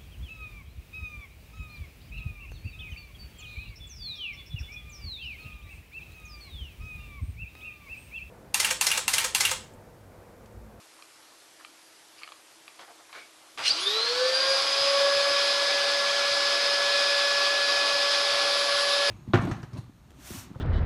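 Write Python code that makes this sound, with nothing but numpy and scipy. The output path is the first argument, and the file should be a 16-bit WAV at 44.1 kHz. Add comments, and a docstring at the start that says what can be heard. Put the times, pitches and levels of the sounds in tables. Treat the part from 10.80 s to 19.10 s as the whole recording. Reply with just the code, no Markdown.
"""A vacuum cleaner motor spins up in a small tiled kitchen, after clicks and scuffs in the quiet room.
Its whine is sines on multiples of one shaft angle; short extra tones and a grating colour the run-up.
Shaped noise makes the rush of air and soft thuds; ringing modes make clicks, grainy noise makes scuffs.
The tiles echo the whine and the handling, near walls and floor echo the air, over room noise and faint hum."""
import sys
import numpy as np
from scipy import signal
from scipy.io import wavfile
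from scipy.ndimage import uniform_filter1d

SR = 44100
rng = np.random.default_rng(int(sys.argv[2]) if len(sys.argv) > 2 else 0)


def bounce(signal):
    """Save signal as a 16-bit WAV file at the path given by the first command-line argument."""
    frames = np.transpose(np.atleast_2d(signal))
    limited = np.clip(frames, -1, 1)
    pcm = np.round(limited * 32767).astype(np.int16)
    wavfile.write(sys.argv[1], SR, pcm)


N = 366030
T = np.arange(N) / SR
ON_S = 2.7588  # the motor starts


def amp(db):
    """Decibels to amplitude."""
    return 10 ** (np.asarray(db) / 20)


def evened(x):
    """The signal scaled to rms 1."""
    return x / np.sqrt(np.mean(x ** 2) + 1e-20)


def follow(rows, before):
    """Columns of a time table at every sample, with a fixed value ahead of the first row."""
    s, *columns = np.transpose(rows)
    return [np.interp(T, s, c, left=before) for c in columns]


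def wander(hz):
    """Slow random curve of rms 1, with changes up to hz."""
    return evened(signal.resample(rng.standard_normal(round(2 * hz * N / SR)), N))


def noise(points, patchy_db):
    """Noise of a given spectrum with faint patches in time and pitch."""
    hz = np.fft.rfftfreq(1024, 1 / SR)
    f, db = np.transpose(points)
    real, imaginary, patches = rng.standard_normal((N // 256 + 5, 513, 3)).T
    patches = uniform_filter1d(patches, size=10, axis=0)
    patches = evened(uniform_filter1d(patches, size=12, axis=1))
    shape_db = np.interp(np.log(hz + 1), np.log(f), db, left=-70, right=-70)
    spectra = (real + 1j * imaginary) * amp(shape_db[:, None] + patchy_db * patches)
    return evened(signal.istft(spectra, nperseg=1024, noverlap=768)[1][:N])


def ring(x, hz, width_hz):
    """A two-pole resonance."""
    return signal.lfilter(*signal.iirpeak(hz, hz / width_hz, SR), x)


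def shaft():
    """Shaft speed in Hz: two exponential approaches to full speed, a slow creep upward, small strays."""
    full_hz, creep_hz_per_s = 566.84, .319
    quick_share, quick_s, slow_s = .4264, .1569, .3672
    # the speed strays a little from that law: t/s, offset/Hz
    stray = [(2.95, 0), (3.03, 7), (3.12, 3), (3.27, -7), (3.35, -1.5), (3.6, 0), (5.5, -1.1), (6.7, .3),
             (8.3, -.3)]
    since = np.maximum(T - ON_S, 0)
    quick_lag = quick_share * np.exp(-since / quick_s)
    slow_lag = (1 - quick_share) * np.exp(-since / slow_s)
    lag = quick_lag + slow_lag  # 1 at rest, 0 at full speed
    turns = full_hz * (1 - lag) + creep_hz_per_s * since + follow(stray, 0)[0]
    return turns, lag


def shaft_tones(turns, lag, angle):
    """Sines locked to the shaft, coloured by resonances; random phase slip and level waver blur them."""
    # unbalance 1-4, two bearing tones, nine fan blades and their octave: multiple of the shaft
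    multiples = (1, 2, 3, 3.6, 4, 4.4, 9, 18)
    # slow drift at full speed: t/s, then level/dB of each tone in that order
    drift = [(4.7, -38, -40.5, -34.5, -46, -46.5, -47, -33.5, -50),
             (5.1, -37, -56, -34.5, -45, -48, -54, -37.5, -60),
             (5.7, -37.5, -54, -34.5, -47, -44, -52, -33, -54),
             (6.2, -34.5, -44, -32.5, -51, -50, -40, -35.5, -58),
             (6.8, -35, -42, -31, -50, -51, -42, -40.5, -56),
             (7.1, -35.5, -39.5, -33.5, -50, -55, -40, -36, -53),
             (7.45, -35.5, -46, -36.5, -47, -59, -57, -35, -50),
             (7.9, -33, -40, -37, -55, -60, -57, -42, -44.5),
             (8.29, -32.5, -42, -33.5, -56, -51, -60, -46, -45)]
    # quick unsteadiness of each tone at full speed: waver/dB
    wavers = (1.22, 3.0, 1.04, 3.2, 3.8, 2.2, 2.0, 1.8)
    # how much weaker each tone is at half speed: drop/dB
    sinks = (14, 28, 23, 30, 30, 18, 5.4, 20)
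    # resonances of housing and room passed in the run-up, one list per tone; the big swell on the blades'
    # octave is a brief squeal: f/Hz, width/Hz, gain/dB
    resonances = [
        [(150, 90, -25), (405, 14, 7.5), (442, 17, 7.5), (482, 6, 9), (513.8, 19, 13.5), (542.6, 3.8, 10),
         (560.53, 5.35, 13)],
        [(775, 70, -12), (1036, 28, -15.5), (1070, 8, 8), (1120, 8, 5)],
        [(830, 50, 14), (1210, 74, -18), (1450, 48, -11), (1562, 13, -22), (1652, 13, -11.5), (1674, 5.6, -15)],
        [(1520, 70, -14), (1676, 70, 10), (1916, 100, -13)],
        [(2000, 190, -16)],
        [(1800, 150, 10), (2290, 50, -10), (2403, 18, 5)],
        [(1400, 1200, -42), (3280, 130, 5), (3614, 100, 12.5), (3990, 300, 6), (4470, 120, -7), (4830, 130, 4)],
        [(4680, 500, 52), (6700, 400, 20), (8440, 1340, -15), (9480, 65, 10), (9780, 140, 9)],
    ]
    slip_slow, slip_quick, slip_run_up = .024, .014, .062  # radians per multiple of the shaft
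    unsettled = 1 + .9 * lag  # the flow is ragged until the fan reaches speed
    halvings = -np.log2(1 - lag + 1e-6)
    s, *steady = np.transpose(drift)
    out = np.zeros(N)
    for k, levels, sink_db, swells, waver_db in zip(multiples, steady, sinks, resonances, wavers):
        swell_db = sum(d * np.exp(-((k * turns - hz) / w) ** 2) for hz, w, d in swells)
        db = np.interp(T, s, levels) - sink_db * halvings + swell_db
        slow = slip_slow * unsettled ** 2 * wander(20)
        quick = (slip_quick + slip_run_up * np.tanh(8 * lag)) * wander(150)
        waver = waver_db * np.sqrt(unsettled) * wander(30)
        out += amp(db + waver) * np.sin(k * angle + k * (slow + quick))
    return out * (T > ON_S)


def bearing(angle):
    """A lower bearing tone, a wavering sine locked to the shaft, sounds only during the run-up."""
    # t/s, level/dB
    swell = [(3.2, -62), (3.34, -44), (3.46, -37.5), (3.6, -44), (4.05, -65)]
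    level = amp(follow(swell, -120)[0] + 3.0 * wander(15))
    return level * np.sin(3.4 * angle + .3 * wander(30)) * (T < swell[-1][0])


def whistle(angle):
    """A brief high whistle: a sine at 27 times the shaft speed, roughened by quick phase wander."""
    # t/s, level/dB
    flares = [(2.83, -55), (2.865, -36), (2.9, -56), (2.97, -68), (3.01, -43.5), (3.1, -53), (3.2, -65)]
    tone = np.sin(27 * angle + 0.98 * wander(400))
    return amp(follow(flares, -120)[0]) * tone * (T < flares[-1][0])


def squeal(angle):
    """A rough squeal as the rotor breaks loose: a shaft-locked sine with strong phase wander."""
    # t/s, level/dB
    burst = [(2.83, -50), (2.85, -36), (2.885, -33), (2.9, -55)]
    tone = np.sin(12.4 * angle + 1.2 * wander(300))
    return amp(follow(burst, -120)[0]) * tone * (T < burst[-1][0])


def drone():
    """A low drone of fixed pitch comes and goes, its level and phase wandering."""
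    # t/s, level/dB
    coming_and_going = [(4.8, -74), (5.1, -64), (6.3, -70), (6.8, -78), (7.6, -76), (7.8, -66)]
    level = amp(follow(coming_and_going, -120)[0] + 1.5 * wander(8))
    return level * np.sin(2 * np.pi * 210 * T + .4 * wander(6))


def motor():
    """All tones of the motor, most of them riding on one shaft angle."""
    turns, lag = shaft()
    angle = 2 * np.pi * np.cumsum(turns) / SR
    tones = shaft_tones(turns, lag, angle) + bearing(angle) + whistle(angle) + squeal(angle) + drone()
    return np.sqrt(2) * tones  # table levels are rms


def grate():
    """The brushes grate as the rotor breaks loose: uneven scraping noise rings the motor frame."""
    # t/s, level/dB
    burst = [(2.815, -55), (2.84, -38), (2.865, -28), (2.89, -26), (2.905, -37), (2.935, -35), (3.04, -44)]
    # what rings with it: f/Hz, width/Hz, level/dB
    frame = [(2870, 250, 0), (4150, 250, 3.5), (4900, 300, 0), (5600, 700, 0), (8000, 2000, -7.5)]
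    scrape = rng.standard_normal(N) * amp(3.6 * wander(140))
    rung = sum(amp(db) * evened(ring(ring(scrape, hz, w), hz, w)) for hz, w, db in frame)
    return amp(follow(burst, -120)[0]) * evened(rung) * (T < burst[-1][0])


def low_rumble():
    """Soft low rumble: dull noise whose level heaves at random."""
    # f/Hz, relative level/dB per Hz
    low = noise([(20, -9), (85, -1), (122, 5), (170, -3), (310, -8)], patchy_db=1.0)
    heave = amp(10 * np.clip(wander(9), -1.4, 1.1))
    return amp(-79) * low * heave * (T > ON_S)


def air():
    """Hiss at the exhaust and a lower roar with hollows of the housing singing in it."""
    # air flow: t/s, hiss level/dB, roar level/dB
    flow = [(2.78, -55, -46), (2.815, -49, -42), (2.855, -28.5, -45.5), (2.9, -29.5, -44),
            (2.95, -34, -42.5), (3.15, -31.5, -40.5), (3.8, -28, -36), (8.3, -27, -35)]
    # exhaust turbulence: f/Hz, relative level/dB per Hz
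    hiss_shape = [(1060, -20), (1800, -9.5), (2150, -10.5), (2440, -5), (2730, -7), (3310, -1.5),
                  (4930, -1.5), (5300, -4.5), (5650, -9.5), (7720, -21), (9960, -24.5), (12600, -36)]
    # lower rush: f/Hz, relative level/dB per Hz
    roar_shape = [(110, -44), (240, -24), (330, -15), (430, -3), (700, 1), (1000, -2.5), (1400, 3),
                  (1900, -8), (2600, -8.5)]
    # hollows of the housing, and two further narrow bands near 2 kHz: f/Hz, width/Hz, level over the roar/dB
    housing = [(1114, 60, -5), (298, 16, -24), (411.5, 17, -21), (1346, 24, -12.5), (2024, 45, -19),
               (2254, 48, -12.5), (4760, 90, -3.5)]
    hiss_db, roar_db = follow(flow, -120)
    hiss = amp(hiss_db + .5 * wander(12)) * noise(hiss_shape, patchy_db=1.0)
    white = rng.standard_normal(N)
    hollows = sum(amp(db) * evened(ring(white, hz, w)) for hz, w, db in housing)
    roar = amp(roar_db) * (noise(roar_shape, patchy_db=1.18) + hollows)
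    return hiss + roar


def thuds():
    """Pushing the machine about sends soft low puffs through the floor: a boom under wide dull noise."""
    # t/s, level at the swell's top/dB
    pushes = [(2.78, -58), (2.89, -58), (3.08, -59), (3.67, -56), (3.99, -54), (4.209, -57), (4.348, -57),
              (4.484, -56), (5.5, -58), (6.023, -56), (6.961, -54), (7.124, -55), (7.51, -55), (7.622, -57),
              (7.924, -57)]
    boom_hz, rise_s = 118, .02
    out = np.zeros(N)
    u = T[:6000] / rise_s
    swell = u ** 2 * np.exp(2 - 2 * u)  # tops out at 1 after the rise time
    for (s, db), white in zip(pushes, rng.standard_normal((len(pushes), 6000))):
        boom = evened(ring(ring(white, boom_hz, 45.), boom_hz, 200.))
        wide = evened(ring(ring(white, 70., 280.), 70., 280.))
        out[round(s * SR):][:6000] += amp(db) * swell * evened(boom + .5 * wide)
    return out


def clicks():
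    """Each hard click rings the same plastic modes, brighter or duller; high modes die first."""
    # t/s, peak level/dB, brightness of the upper modes/dB
    hits = [(.223, -38.5, 6), (.848, -31, 2), (1.391, -41, 8), (1.421, -39, 14), (1.433, -26.5, 14),
            (1.439, -36, 12), (1.444, -37, 10), (1.476, -31.5, -3), (1.489, -36, -4), (1.52, -33, -10),
            (1.525, -40, 2), (1.879, -33, 5), (1.993, -36, -3), (2.328, -34, 3), (2.775, -29, 0)]
    # plastic modes, before random detuning: f/Hz, level/dB, share of the brightness
    modes = [(740, -11.5, 0.11), (1170, 4, 0.048), (1800, -5, 0.81), (2280, 3, 1), (2640, 1, 0.96),
             (3170, 3, 0.44), (3970, 2, 0.6), (4660, 2, 0.88)]
    t60_s = 0.024  # for a mode listed at 1200 Hz
    out, t = np.zeros(N), T[:3000]
    onset = 1 - np.exp(-(t / 0.00057) ** 2)
    draws = rng.random((len(hits), 2, len(modes)))
    for (s, db, bright_db), (detune, phase) in zip(hits, draws):
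        tone = np.zeros(len(t))
        for (hz, mode_db, share), u, p in zip(modes, detune, phase):
            decay_db = 60 * t / t60_s * (hz / 1200) ** 0.5
            sine = np.sin(2 * np.pi * (hz * (0.947 + 0.13 * u) * t + p))
            tone += amp(mode_db + share * bright_db - decay_db) * sine
        tone *= onset
        out[round(s * SR):][:len(t)] += amp(db) * tone / abs(tone).max()
    return out


def scuffs():
    """Things dragged or shifted: grainy friction noise in one broad resonance, quick rise, slower fall."""
    # t/s, length/s, level/dB, centre f/Hz, width/Hz
    drags = [(0.184, 0.05, -56, 1130, 300), (0.797, .035, -52.5, 1250, 600), (1.368, .09, -57, 2400, 2500),
             (1.412, 0.05, -54, 1200, 300), (1.38, .035, -55, 4800, 500), (1.989, 0.085, -48.5, 895, 1200),
             (2.076, 0.065, -50, 780, 500), (2.19, .04, -56, 900, 900), (2.292, 0.027, -52, 1200, 700),
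             (2.328, 0.11, -45.5, 1370, 1300), (2.322, 0.18, -57, 3900, 2000),
             (2.335, 0.14, -51.5, 2300, 160), (1.994, .05, -53, 3300, 1500), (2.355, 0.07, -53, 523, 200),
             (2.774, 0.084, -35.5, 1430, 2100)]
    out = np.zeros(N)
    for s, length, db, hz, width_hz in drags:
        graininess = amp(3.0 * rng.standard_normal(400).repeat(20))
        grains = rng.standard_normal(8000) * graininess
        body = evened(ring(ring(grains, hz, width_hz), hz, 2 * width_hz))
        shape = np.sin(np.pi * np.clip(T[:8000] / length, 0, 1) ** 0.51)
        out[round(s * SR):][:8000] += amp(db) * body * shape
    return out


def room(x, t60):
    """Echo from sparse taps of random sign that die away by 60 dB in t60 seconds."""
    taps = np.zeros(SR // 2)
    at = np.arange(200, SR // 2 - 20, 20)
    taps[at + rng.integers(0, 20, len(at))] = rng.choice([-1., 1.], len(at))
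    taps *= amp(-60 * T[:SR // 2] / t60)
    return signal.oaconvolve(x, taps / np.linalg.norm(taps))[:N]


def background():
    """Steady shaped noise of the quiet room with a faint hum, a sine of wandering phase."""
    # f/Hz, relative level/dB per Hz
    quiet_shape = [(30, -45), (75, -30), (97, -10), (130, -16.5), (220, -20), (300, -6), (380, -8),
                   (600, -5.5), (1150, -6.5), (2260, -8.5), (5000, -9), (6500, -11.5), (12600, -15)]
    quiet = amp(-55) * noise(quiet_shape, patchy_db=1.2)
    hum = amp(-69) * np.sin(2 * np.pi * 322.5 * T + .9 * wander(6))
    return quiet + hum


def scene():
    """The machine and the handling, their echoes, the thuds and the background."""
    tones, handling = motor(), clicks() + scuffs()
    rush = air() + low_rumble() + grate()
    # hard tiles throw the high whine back best, smearing its glide
    tiled_whine = amp(-4) * ring(tones, 3800, 950)
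    tile_echo = room(amp(-9.5) * handling + tiled_whine, t60=0.32)
    near_echo = amp(-10.5) * room(rush, t60=0.1)  # walls and floor close to the machine
    return (tones + rush + handling + tile_echo + near_echo + thuds() + background())[None]


def record(dry):
    """A steep low-pass: nothing sounds above about 12 kHz."""
    lowpass = signal.firwin(511, 12150, window=("kaiser", 9), fs=SR)  # edge in Hz
    return signal.oaconvolve(dry, lowpass[None], "same")


dry = scene()
out = record(dry)
bounce(out)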